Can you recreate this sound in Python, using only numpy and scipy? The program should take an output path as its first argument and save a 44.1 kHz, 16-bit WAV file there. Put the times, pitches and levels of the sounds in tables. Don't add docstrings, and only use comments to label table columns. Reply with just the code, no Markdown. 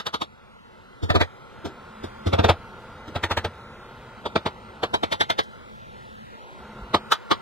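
import sys
import numpy as np
from scipy import signal
from scipy.fft import rfft, irfft, next_fast_len
from scipy.io import wavfile
from scipy.ndimage import uniform_filter1d

SR = 44100
rng = np.random.default_rng(int(sys.argv[2]) if len(sys.argv) > 2 else 0)


def unload_wav(signal):
    wavfile.write(
        sys.argv[1],
        SR,
        np.round(np.clip(np.atleast_2d(signal).T, -1, 1) * 32767).astype(np.int16),
    )


N = 326781

# (frequency [Hz], width [Hz], gain [dB])
CHANNEL_MODES = [(156.5, 62, -6.5), (225.4, 58, -3.5), (325, 65, -3), (451, 47, 1.5), (524, 98, -1),
                 (690, 114, -0.5)]
MALLET_MODES = [(884, 123, -1.5), (1080, 79, -5.5), (1122, 235, -2.5), (1370, 277, -2), (1580, 104, -4.5),
                (1875, 240, -4.5), (2250, 1700, -11.5)]
ROD_MODES = [(3033, 310, -1), (3543, 260, 5), (3870, 155, 4), (4400, 730, -3.5)]
CRACK_MODES = [(5370, 1400, 24), (7244, 41, -16), (7400, 2700, 2.5), (11000, 60, -7), (11600, 6900, -22)]


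def mallet():
    # (time [s], strength [dB], hardness [dB], swell [s], mode favoured by the strike point [Hz])
    taps = [(0.0, -38, 7, 0.004, 1340), (0.0681, -31, 7, 0.0043, 1320), (0.1443, -30.5, 5, 0.0055, 1190),
            (.22, -31, 3, 0.0057, 1100), (1.1041, -25, -4.5, .005, 1810), (1.1581, -21.5, -6.5, .0067, 437),
            (1.2147, -23.5, -3, 0.0073, 1940), (2.3363, -25, -5, 0.0052, 430),
            (2.394, -25.5, -8, 0.0058, 470), (2.4468, -22.5, -3.5, 0.0056, 440),
            (2.4957, -20, -2.5, 0.0056, 690), (3.161, -32, -3, 0.0061, 715), (3.2395, -28, 3, 0.0043, 1850),
            (3.3161, -28, 2, 0.0074, 900), (3.375, -27.5, 1.5, 0.0035, 1740), (3.449, -31, -1, 0.0035, 606),
            (4.2612, -32, -4, 0.0047, 870), (4.3598, -24.5, -5.5, 0.0025, 1330),
            (4.4643, -28.5, -2.5, 0.0042, 860), (4.836, -27.5, -1, 0.0046, 690),
            (4.943, -25, -0.5, 0.0039, 990), (5.0366, -26.5, -4, 0.0039, 510),
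            (5.127, -26.5, 4.5, 0.0056, 900), (5.211, -23, 4, 0.0044, 1630),
            (5.3035, -25, 3.5, 0.004, 1370), (5.391, -25, 1.5, 0.0041, 1140), (5.436, -64, 23, 0.003, 1390),
            (6.9458, -21.5, -1, 0.0038, 1173), (7.123, -22, 8.5, 0.0049, 1270),
            (7.3158, -21.5, -0.5, 0.0046, 1124)]
    # (time [s], knock [dB], bench thump [dB])
    landings = [(1.036, -35.5, -24), (1.6575, -36, -37.5), (2.0422, -38.5, -36.5), (2.2712, -31, -21),
                (3.082, -45, -45)]
    lead = SR // 25
    t = np.arange(-lead, SR // 4) / SR
    gain = np.sqrt(0.05 * SR / len(t))
    blows = [(time_s, tap(t, time_s, *row)) for time_s, *row in taps]
    blows += [(time_s, soft_landing(t, *row)) for time_s, *row in landings]
    out = np.zeros(N + SR)
    for time_s, blow in blows:
        out[round(time_s * SR):][:len(t)] += gain * blow
    return out[lead:lead + N]


def tap(t, time_s, strength_db, hardness_db, swell_s, spot_hz):
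    downward = 1 < time_s < 3.6
    t60_s = 0.086 if downward else 0.078
    knock_db = strength_db - 0.92 - 0.66 * hardness_db
    thump_db = knock_db + (0 if downward else -14)
    clack_db = strength_db - 0.54 + 0.091 * hardness_db
    ring_db = strength_db - 4 + 0.34 * hardness_db
    crack_db = strength_db - 19 + hardness_db + (3 if downward else 0)
    spot_db = strength_db - 3.5 + 0.92 * max(strength_db + 25.5, 0)
    spot_mode = [(spot_hz, 0.12 * spot_hz, 0)]
    blow = amp(thump_db) * bench(t, swell_s)
    blow += amp(knock_db) * blurred_ring(t, CHANNEL_MODES, 1600, swell_s * 1.17, t60_s, snap=0.13)
    blow += amp(clack_db) * blurred_ring(t, MALLET_MODES, 4000, swell_s * 1.13, t60_s * 1.045, snap=0.27)
    blow += amp(spot_db) * blurred_ring(t, spot_mode, 2.8 * spot_hz, swell_s, t60_s * 1.01, snap=0.22)
    blow += amp(ring_db) * blurred_ring(t, rod_modes(time_s, downward), 6200, swell_s, 0.082, snap=0.063)
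    blow += amp(crack_db) * blurred_ring(t, CRACK_MODES, 38000, swell_s * 1.17, t60_s * 0.88, snap=0.1)
    return blow


def rod_modes(time_s, downward):
    # (frequency [Hz], width [Hz], gain [dB])
    pressed_modes = [(2150, 940, -3.5), (2810, 300, 0)]
    # (time [s], frequency [Hz])
    sink = [(4.3, 2330), (5.08, 2270), (5.21, 2125), (5.43, 1990)]
    sink_s, sink_hz = np.transpose(sink)
    width_hz, gain_db = 77, 3
    if downward:
        return pressed_modes + ROD_MODES
    if sink_s[0] < time_s < sink_s[-1]:
        return ROD_MODES + [(np.interp(time_s, sink_s, sink_hz), width_hz, gain_db)]
    return ROD_MODES


def soft_landing(t, knock_db, thump_db):
    swell_s, thud_hz, width_hz = 0.0068, 336, 110

    def ring(modes, cutoff_hz):
        return blurred_ring(t, modes, cutoff_hz, swell_s, t60_s=0.12, snap=0.14)

    wood = amp(-1) * ring(CHANNEL_MODES, 620)
    wood += amp(3.5) * ring([(thud_hz, width_hz, 0)], 740)
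    wood += amp(-5) * ring(MALLET_MODES, 5700)
    thump = amp(thump_db) * bench(t, swell_s)
    rod = amp(-8) * ring(ROD_MODES, 10000)
    crack = amp(-15.5) * ring(CRACK_MODES, 38000)
    return thump + amp(knock_db) * (wood + rod + crack)


def blurred_ring(t, modes, cutoff_hz, swell_s, t60_s, snap):
    def body(hz):
        return resonances(modes, hz) / (1 + 1j * hz / cutoff_hz) ** 3

    rise = np.exp(-(np.maximum(-t, 0) / swell_s) ** 1.11)
    decay = amp(-60 * np.maximum(t, 0) / t60_s)
    noise_burst = rise * decay * filtered(rng.standard_normal(len(t)), body)
    contact = filtered(1.0 * (t == 0), body)
    return unit(unit(noise_burst) + snap * unit(contact))


def bench(t, swell_s):
    return bench_mode(t + swell_s + 0.0015, hz=88.1, attack_s=0.0045, t60_s=0.13)


def bench_mode(t, hz, attack_s, t60_s):
    age_s = np.maximum(t, 0)
    detune = 1 + 0.004 * rng.standard_normal()
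    swing = np.sin(2 * np.pi * hz * detune * age_s)
    rise = (1 - np.exp(-age_s / attack_s)) ** 2
    return unit(swing * rise * amp(-60 * age_s / t60_s))


def bump():
    start_s = 6.812
    push = bench_mode(np.arange(SR // 4) / SR, hz=53, attack_s=0.018, t60_s=0.091)
    return amp(-44) * np.pad(push, (round(start_s * SR), N))[:N]


def room_tail(x):
    # (frequency [Hz], t60 [s])
    decay = [(90, 0.36), (400, 0.08), (3500, 0.071), (12000, 0.12)]
    hz, t, noise = signal.stft(rng.standard_normal(SR // 2), SR, nperseg=256)
    t60_s = log_interp(decay, hz)[:, None]
    _, tail = signal.istft(noise * amp(-60 * t / t60_s), SR, nperseg=256)
    return signal.fftconvolve(x, tail / np.linalg.norm(tail))[:N]


def hum():
    # (time [s], level [dB])
    levels = [(0, -51), (.4, -49.5), (2.1, -42), (5.2, -43.5), (7.4, -41.5)]
    # (frequency [Hz], gain [dB])
    spectrum = [(20, -3), (65, 0), (130, 1), (165, -4.5), (310, -10), (480, -5), (760, -11), (1500, -18),
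                (2300, -17.5), (3800, -20.5), (5200, -31.5), (7500, -37), (12000, -44.5), (15500, -64)]
    # (frequency [Hz], width [Hz], gain [dB])
    modes = [(214.5, 15.4, 4.5), (372, 11.4, 0.5), (481, 47, -3), (900, 68, -1.5), (1067, 54, -3.5),
             (1370, 108, 0), (2045, 24, -8)]
    level_db = np.interp(np.arange(N) / SR, *np.transpose(levels))
    air = rng.standard_normal(N) + amp(-19.5) * rng.standard_normal((2, N))
    air = filtered(air, lambda hz: np.hypot(amp(log_interp(spectrum, hz)), abs(resonances(modes, hz))))
    return amp(level_db) * unit(air)


def sway(stereo):
    # (time [s], left lead [rad])
    bass = [(1.55, 1.8), (1.8, 0.66), (4.84, 0.3), (4.94, -2), (6.25, -1.5), (6.55, -3.5), (6.63, 0),
            (7, -0.5), (7.15, 2.5)]
    low_mid = [(1.3, 1.96), (1.65, 1.1), (1.8, -1.16), (2.38, -2.5), (2.52, -0.5), (4.84, 1), (4.94, -1.93),
               (5.75, -1.93), (6.27, -3), (6.34, -1.8), (6.6, 0.5), (6.95, 0), (7.12, 2)]
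    high_mid = [(1.15, 2), (1.65, 0.6), (2.38, -1), (3.5, 0.53), (4.3, -2), (4.84, -2), (6, -3),
                (6.55, -3.5), (6.63, -0.65), (7.3, -1.54)]
    # (frequency [Hz], rms phase [rad])
    scatter = [(150, 0.19), (600, 0.15), (1400, 0.41), (3600, 1.55), (8000, 2.22)]
    edges_hz, treble_lead_rad = np.array([265, 1020, 2600]), 0.73
    hz, t, (left, right) = signal.stft(stereo, SR, nperseg=1024)
    leads_rad = [np.interp(t, *np.transpose(curve)) for curve in (bass, low_mid, high_mid)]
    leads_rad.append(np.full(len(t), treble_lead_rad))
    handover = 1 / (1 + (edges_hz / (hz[:, None] + 1)) ** 10)
    phase_rad = leads_rad[0] + handover @ np.diff(leads_rad, axis=0)
    phase_rad += log_interp(scatter, hz)[:, None] * smooth_field(left.shape, size=(9, 11))
    shifted = np.array([left * np.exp(0.5j * phase_rad), right * np.exp(-0.5j * phase_rad)])
    return signal.istft(shifted, SR, nperseg=1024)[1][:, :N]


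def smooth_field(shape, size):
    field = rng.standard_normal(shape)
    for axis in (0, 1, 0, 1):
        field = uniform_filter1d(field, size[axis], axis)
    return unit(field)


def resonances(modes, hz):
    return sum((-1) ** k * amp(db) * 1j * hz * width_hz / (mode_hz ** 2 - hz ** 2 + 1j * hz * width_hz)
               for k, (mode_hz, width_hz, db) in enumerate(modes))


def filtered(x, response):
    n = x.shape[-1]
    n_fft = next_fast_len(n + 4096)
    return irfft(rfft(x, n_fft) * response(np.fft.rfftfreq(n_fft, 1 / SR)), n_fft)[..., :n]


def log_interp(points, hz):
    points_hz, values = np.transpose(points)
    return np.interp(np.log(hz + 1), np.log(points_hz + 1), values)


def amp(db):
    return 10 ** (np.asarray(db) / 20)


def unit(x):
    return x / np.sqrt(np.mean(x ** 2) + 1e-20)


def scene():
    blows = mallet() + bump()
    room = np.array([room_tail(blows), room_tail(blows)])
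    return sway(amp(-1) * blows + amp(-29) * room + hum())


def record(dry):
    low_hz, top_hz, ceiling = 18, 15800, 0.9
    x = filtered(dry, lambda hz: (1j * hz / (low_hz + 1j * hz)) ** 2)
    x = x / (1 + abs(x / ceiling) ** 6) ** (1 / 6)
    return filtered(x, lambda hz: hz < top_hz)


dry = scene()
out = record(dry)
unload_wav(out)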